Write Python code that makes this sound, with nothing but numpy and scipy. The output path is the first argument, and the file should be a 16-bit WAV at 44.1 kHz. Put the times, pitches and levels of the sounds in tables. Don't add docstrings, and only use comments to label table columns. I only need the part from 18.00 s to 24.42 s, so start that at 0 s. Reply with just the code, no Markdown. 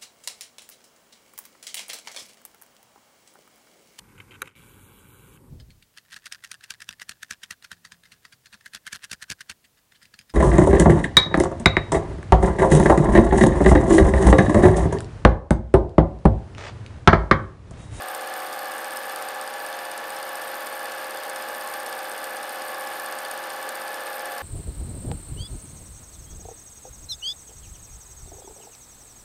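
import sys
import numpy as np
from scipy import signal
from scipy.fft import rfft, irfft, next_fast_len
from scipy.io import wavfile

SR = 44100
rng = np.random.default_rng(int(sys.argv[2]) if len(sys.argv) > 2 else 0)


def generate_wav(signal):
    frames = np.transpose(np.atleast_2d(signal))
    scaled = np.clip(frames, -1, 1) * 32767
    pcm = np.round(scaled).astype(np.int16)
    wavfile.write(sys.argv[1], SR, pcm)


def to_linear_factor(level_db):
    exponent = np.asarray(level_db, float) / 20
    return 10 ** exponent


N = 283122

FIRST_STROKE, FRAME = 1.4, 4.775
BLADES = 3 / FRAME


def unit(x):
    return x / np.sqrt(np.mean(x ** 2) + 1e-20)


def over_time(rows):
    start_s, value = np.transpose(rows)
    return np.interp(np.arange(N) / SR, start_s, value)


def straight_pieces(knots, rate):
    return np.interp(np.arange(N) * rate / SR, np.arange(len(knots)), knots)


def wobble(rate):
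    return straight_pieces(rng.standard_normal(int(N * rate / SR) + 2), rate)


def sway(depth_db, rate):
    knots = rng.standard_normal(int(N * rate / SR) + 2)
    return straight_pieces(to_linear_factor(depth_db * knots), rate)


def filtered(x, response):
    m = next_fast_len(N + 8192)
    return irfft(rfft(x, m) * response(np.fft.rfftfreq(m, 1 / SR)), m)[:N]


def resonances(modes):
    def response(f):
        total = 0
        for k, (pitch, width, db) in enumerate(modes):
            damping = 1j * f * width
            total = total + (-1) ** k * to_linear_factor(db) * damping / (pitch * pitch - f * f + damping)
        return total
    return response


# start_s, speed [turns a second]
SHAFT_SPEED = [(0.0, 75.18), (0.64, 75.538), (1.28, 75.658), (1.93, 76.182), (2.57, 76.084), (3.21, 75.817),
               (3.85, 75.842), (4.49, 75.744), (5.14, 75.765), (5.78, 75.898), (6.42, 76.122)]


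def speed():
    reel_turn_s = .87
    reel = 2 * np.pi * np.arange(N) / SR / reel_turn_s
    return over_time(SHAFT_SPEED) + .118 * np.cos(reel) + .05 * np.cos(2 * reel + 2.29)


def turns():
    return np.cumsum(speed()) / SR


def drone(orders, levels_db, unsteady_db, rate):
    knock_at = .955
    since_knock = turns() - knock_at
    total = 0
    for order, db in zip(orders, levels_db):
        loose = rng.standard_normal() * (.12 if order > 24.5 else 9)
        phase = ((order * since_knock + loose) % 1).astype(np.float32)
        total = total + to_linear_factor(db) * sway(unsteady_db, rate) * np.cos(2 * np.pi * phase)
    return np.sqrt(2) * total


# order [multiple of the shaft], level_db [rms]
SHAFT_ORDERS = [(1, -87.4), (4, -64.5), (5, -65.5), (6, -57.0), (7, -43.5), (8, -47.0), (9, -56.1),
                (10, -51.3), (11, -44.1), (12, -61.7), (14, -61.4), (15, -50.9), (16, -53.6), (17, -59.2),
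                (18, -54.3), (19, -66.9), (20, -59.4), (21, -52.2), (22, -62.9), (23, -48.8), (25, -68.4),
                (26, -57.5), (27, -66.0), (28, -69.4), (31, -62.9), (33, -63.1), (34, -63.1), (38, -62.4),
                (39, -69.0)]


def motor():
    steady = [row for row in SHAFT_ORDERS if row[0] not in (10, 16)]
    order, level_db = np.transpose(steady)
    return drone(order, level_db, unsteady_db=1.13, rate=12)


# shaft [multiple of the shaft], idler [multiple of the idler, 0 for the
# shaft alone], level_db [rms]
MESH_TONES = [(7, -1, -56.5), (8, -1, -59.1), (9, -1, -60.3), (10, 1, -47.5), (10, 2, -60.8),
              (11, -1, -54.9), (12, -2, -59.1), (14, 1, -54.5), (15, -1, -51.5), (15, 1, -55.2),
              (16, -1, -57.3), (16, 1, -60.1), (16, 2, -59.3), (17, -2, -59.0), (17, -1, -59.0),
              (17, 1, -57.8), (19, -1, -59.5), (19, 1, -57.6), (20, 1, -59.7), (20, 3, -58.2),
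              (21, -1, -55.8), (21, 1, -56.6), (21, 2, -59.3), (22, -1, -57.2), (22, 1, -48.3),
              (22, 2, -57.6), (23, -2, -55.9), (23, -1, -53.5), (24, -2, -58.9), (24, -1, -59.0),
              (3, 0, -70), (6, 1, -62.5), (7, 1, -62.5), (9, 1, -62.5), (11, 1, -64.5), (13, -1, -66),
                    (18, 1, -67), (23, 1, -64), (27, -1, -68), (27, 1, -68), (28, -1, -69), (29, -1, -65.5),
                    (30, 0, -69), (30, 1, -66.5), (32, -1, -71), (32, 0, -69.5), (32, 1, -71),
                    (35, -1, -66.5), (35, 0, -69), (36, 1, -69.5), (37, 0, -70.5), (37, 1, -70),
                    (40, 0, -71), (41, 0, -69.5), (43, 0, -70.5), (46, 0, -71), (50, 1, -74), (55, 0, -75),
                    (57, 0, -72), (77, 0, -77)]


def gear_mesh():
    idler_ratio = .6535
    shaft, idler, level_db = np.transpose(MESH_TONES)
    return drone(shaft + idler_ratio * idler, level_db, unsteady_db=3.5, rate=12)


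# order [multiple of the blade rate], level_db [rms]
SHUTTER_ORDERS = [(2, -80.5), (3, -73.5), (4, -89), (5, -65.5), (7, -59), (9, -63), (10, -59.5), (11, -73),
                  (12, -54.5), (14, -60), (18, -69), (19, -70), (26, -78)]


def shutter():
    order, level_db = np.transpose(SHUTTER_ORDERS)
    return drone(BLADES * order, level_db, unsteady_db=1.5, rate=8)


# speed [turns a second], shaft_level_db [tenth shaft order, rms],
# blade_level_db [fifteenth blade order, rms]
PANEL_LEVELS = [(75.25, -41.5, -48), (75.55, -43.5, -54), (75.7, -45.5, -56), (75.85, -50, -51),
                (76.0, -57, -49), (76.2, -61, -44.5)]


def panel():
    turns_a_second, shaft_level_db, blade_level_db = np.transpose(PANEL_LEVELS)
    shaft_db = np.interp(speed(), turns_a_second, shaft_level_db)
    blade_db = np.interp(speed(), turns_a_second, blade_level_db)
    return drone((10, 16, 15 * BLADES), (shaft_db, shaft_db - 5, blade_db), unsteady_db=1.5, rate=12)


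# order [multiple of the shaft], level_db [rms]
ROLLER_TONES = [(4.941, -64), (6.252, -64), (6.88, -63), (7.581, -60), (9.447, -60), (10.418, -56),
                (10.874, -58), (11.938, -62), (12.58, -50), (14.163, -60), (14.66, -59), (17.59, -63)]


def rollers():
    order, level_db = np.transpose(ROLLER_TONES)
    return drone(order, level_db, unsteady_db=1.5, rate=4.3)


RUB_PRESSURE = [
    (0, -3),
    (.16, -0.5),
    (.22, -2.4),
    (.38, 0),
    (.44, 0.3),
    (.55, 0.5),
    (.62, 4),
    (.72, 0.2),
    (.8, -2),
    (1, -0.9),
]
# start_s, level_db
BEARING_LOAD = [(0, 0), (.9, 1), (1.4, -1), (1.7, 0), (1.97, -4), (2.2, 0), (2.7, 2), (3.2, 0), (4.1, 1.5),
                (4.6, 0.5), (4.8, 1.2), (5.3, -0.5), (6.05, -0.3), (6.3, 1.5), (6.42, -1)]
# pitch_hz, width_hz, level_db
RACE_MODES = [(12100, 1000, -0.5), (13730, 640, -1), (14900, 800, -7), (15720, 150, -15)]
# pitch_hz, width_hz, level_db
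CAGE_MODES = [(8380, 430, -3), (9080, 680, -4.5), (10800, 760, -8.5)]


def bearing():
    turn = turns()
    bite = 0.4 * rng.standard_normal(int(turn[-1]) + 2)[turn.astype(int)]
    cam = 0.48 * np.cos(4 * np.pi * (turn - FIRST_STROKE) / FRAME)
    grit = 1.07 * wobble(300) + 0.36 * wobble(60)
    pressure = np.interp(turn % 1, *np.transpose(RUB_PRESSURE)) + bite + cam + grit
    race_db = 8.8 * np.tanh(2.4 * pressure) + 0.48 * wobble(500)
    cage_db = 6.5 * np.tanh(pressure + .9 * wobble(120)) + 0.92 * wobble(250)
    race = to_linear_factor(race_db) * rng.standard_normal(N)
    cage = to_linear_factor(cage_db) * rng.standard_normal(N)
    steel = resonances(RACE_MODES)
    race = unit(filtered(race, lambda f: steel(f) * np.abs(steel(f)) ** .5))
    cage = unit(filtered(cage, resonances(CAGE_MODES)))
    load_db = over_time(BEARING_LOAD)
    return to_linear_factor(-48.3 + load_db) * race + to_linear_factor(-50 + 0.96 * load_db) * cage


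def strokes(times, peaks_db, modes, rise, fall, clean, shift):
    size = 2048
    t = np.arange(size) / SR - .003
    envelope = to_linear_factor(-60 * np.where(t < 0, -t / rise, t / fall))
    blow = envelope * rng.standard_normal((len(times), size))
    held = 1 + shift * rng.standard_normal((len(times), 1))
    blow[:, round(.0027 * SR)] += clean
    rings = irfft(rfft(blow) * resonances(modes)(np.fft.rfftfreq(size, 1 / SR) * held), size)
    rings = rings * (to_linear_factor(peaks_db) / np.abs(rings).max(axis=1))[:, None]
    at = np.round((times + t[0]) * SR).astype(int)[:, None] + np.arange(size)
    return np.bincount(at.ravel(), rings.ravel(), N + SR)[:N]


# start_s, bright_level_db, low_level_db
ODD_STROKES = [(0.4, -2, -4.5), (0.66, -2, 1), (0.78, 1, -10), (1.03, -2, -2), (1.16, 5, 1),
               (1.22, 2.5, -2), (1.29, 4, 1.0), (1.35, -2, -4), (1.73, -4, 3), (1.85, 1, 2),
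               (2.04, -9.5, -3), (2.1, 3.5, 0.0), (2.29, -3, -7.0), (2.61, -12, -10), (2.67, 2, 0),
               (2.73, -5.0, -7), (2.98, -3, -3), (3.3, 3.5, -1), (3.74, 1, 3), (3.99, -8.0, -1),
               (4.05, -4.5, -2), (4.18, 1.5, -2.5), (4.31, -5, -8), (4.49, 1, -4.0), (4.56, -4, -4.0),
               (4.81, 1, -8), (4.94, -2, 0), (5.57, -4.5, -4.0), (5.69, 6, 1), (6.13, -5, -1)]
# pitch_hz, width_hz, level_db
BRIGHT_MODES = [(5400, 92, -5), (6600, 80, -9), (7260, 94, -7.5), (8010, 130, -6), (8040, 320, -6.5),
                (8800, 350, 1.5), (9380, 560, 3), (9580, 660, 1), (10300, 520, -11), (12000, 1460, -16.5)]
# pitch_hz, width_hz, level_db
LOW_MODES = [(2040, 210, -13), (2700, 230, -5), (3590, 98, 2.5), (4250, 100, -14), (4700, 345, 4.5),
             (4980, 180, 1.5), (4900, 53, -9)]
# pitch_hz, width_hz, level_db
RETURN_MODES = [(3530, 170, 7), (5530, 200, -3), (6270, 84, 6), (6250, 58, 12.5), (6440, 120, 4),
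                (7100, 100, -3), (7320, 110, 3.5)]


def claw():
    usual_db, scatter_db = (-27.5, -32.5, -41.5), (2, -1.8, 1.5)
    bite_after = .232
    play_s, return_s = .00015, .0097
    turn = turns()
    bites = np.arange(FIRST_STROKE + bite_after, turn[-1], FRAME)
    times = np.interp(bites, turn, np.arange(N) / SR)
    over_db = rng.standard_normal((len(times), 3)) * scatter_db
    times = times + play_s * rng.standard_normal(len(times))
    start_s, *odd_db = np.transpose(ODD_STROKES)
    nearest = np.abs(times - start_s[:, None]).argmin(axis=1)
    over_db[nearest, :2] = np.transpose(odd_db)
    bright_db, low_db, back_db = np.transpose(over_db + usual_db)
    bright = strokes(times, bright_db, BRIGHT_MODES, rise=0.011, fall=0.0088, clean=8.3, shift=0.0088)
    low = strokes(times, low_db, LOW_MODES, rise=0.0074, fall=0.011, clean=8.9, shift=0.032)
    back = strokes(times + return_s, back_db, RETURN_MODES, rise=0.012, fall=0.051, clean=2.8, shift=.005)
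    return bright + low + back


# pitch_hz, level_db [per Hz]
FAN_AIR = [(25, -38), (70, -36), (110, -10.5), (200, -1.5), (270, 4.5), (500, 1.5), (2000, 1), (5000, -0.5),
           (7500, -4), (11000, -3), (15800, -29)]
# pitch_hz, width_hz, level_db
HOUSING_MODES = [(594, 213, -9), (720, 70, -6), (811, 30, 1.5), (920, 56, -7.5), (1153, 203, -5),
                 (1380, 100, -2.5), (1494, 200, -3), (1670, 80, -3), (1748, 63, -2.5), (2168, 160, -7.5),
                 (2252, 90, -5.5), (2613, 110, -10), (2870, 210, -11.5), (3280, 210, -14), (3433, 124, -9),
                 (4110, 240, -17.5), (4190, 98, -10.5), (4730, 410, -17.5), (5100, 54, -9.5),
                 (6000, 450, -25), (6810, 200, -19), (7060, 64, -22)]


def fan():
    pitch_hz, level_db = np.transpose(FAN_AIR)
    rattle = to_linear_factor(wobble(220)) * rng.standard_normal(N)
    air = filtered(rattle, lambda f: to_linear_factor(np.interp(np.log(f + 1), np.log(pitch_hz), level_db)))
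    body = resonances(HOUSING_MODES)
    rush = filtered(air, lambda f: np.abs(body(f)) + to_linear_factor(-23.5))
    return to_linear_factor(-38.5 + 0.13 * wobble(5.5)) * unit(rush)


def mains_hum():
    return to_linear_factor(-76.5 + 1.5 * wobble(3.8)) * np.sin(2 * np.pi * 120 * np.arange(N) / SR)


def scene():
    tones = motor() + gear_mesh() + shutter() + panel() + rollers()
    return (tones + bearing() + claw() + fan() + mains_hum())[None]


def top_cut(x):
    return signal.sosfilt(signal.butter(12, 15870, fs=SR, output="sos"), x)


def record(dry):
    top_hz = 15860
    hiss = to_linear_factor(-67.5) * rng.standard_normal(N)
    mix = filtered(dry[0] + hiss, lambda f: f < top_hz)[None]
    return top_cut(mix)


dry = scene()
out = record(dry)
generate_wav(out)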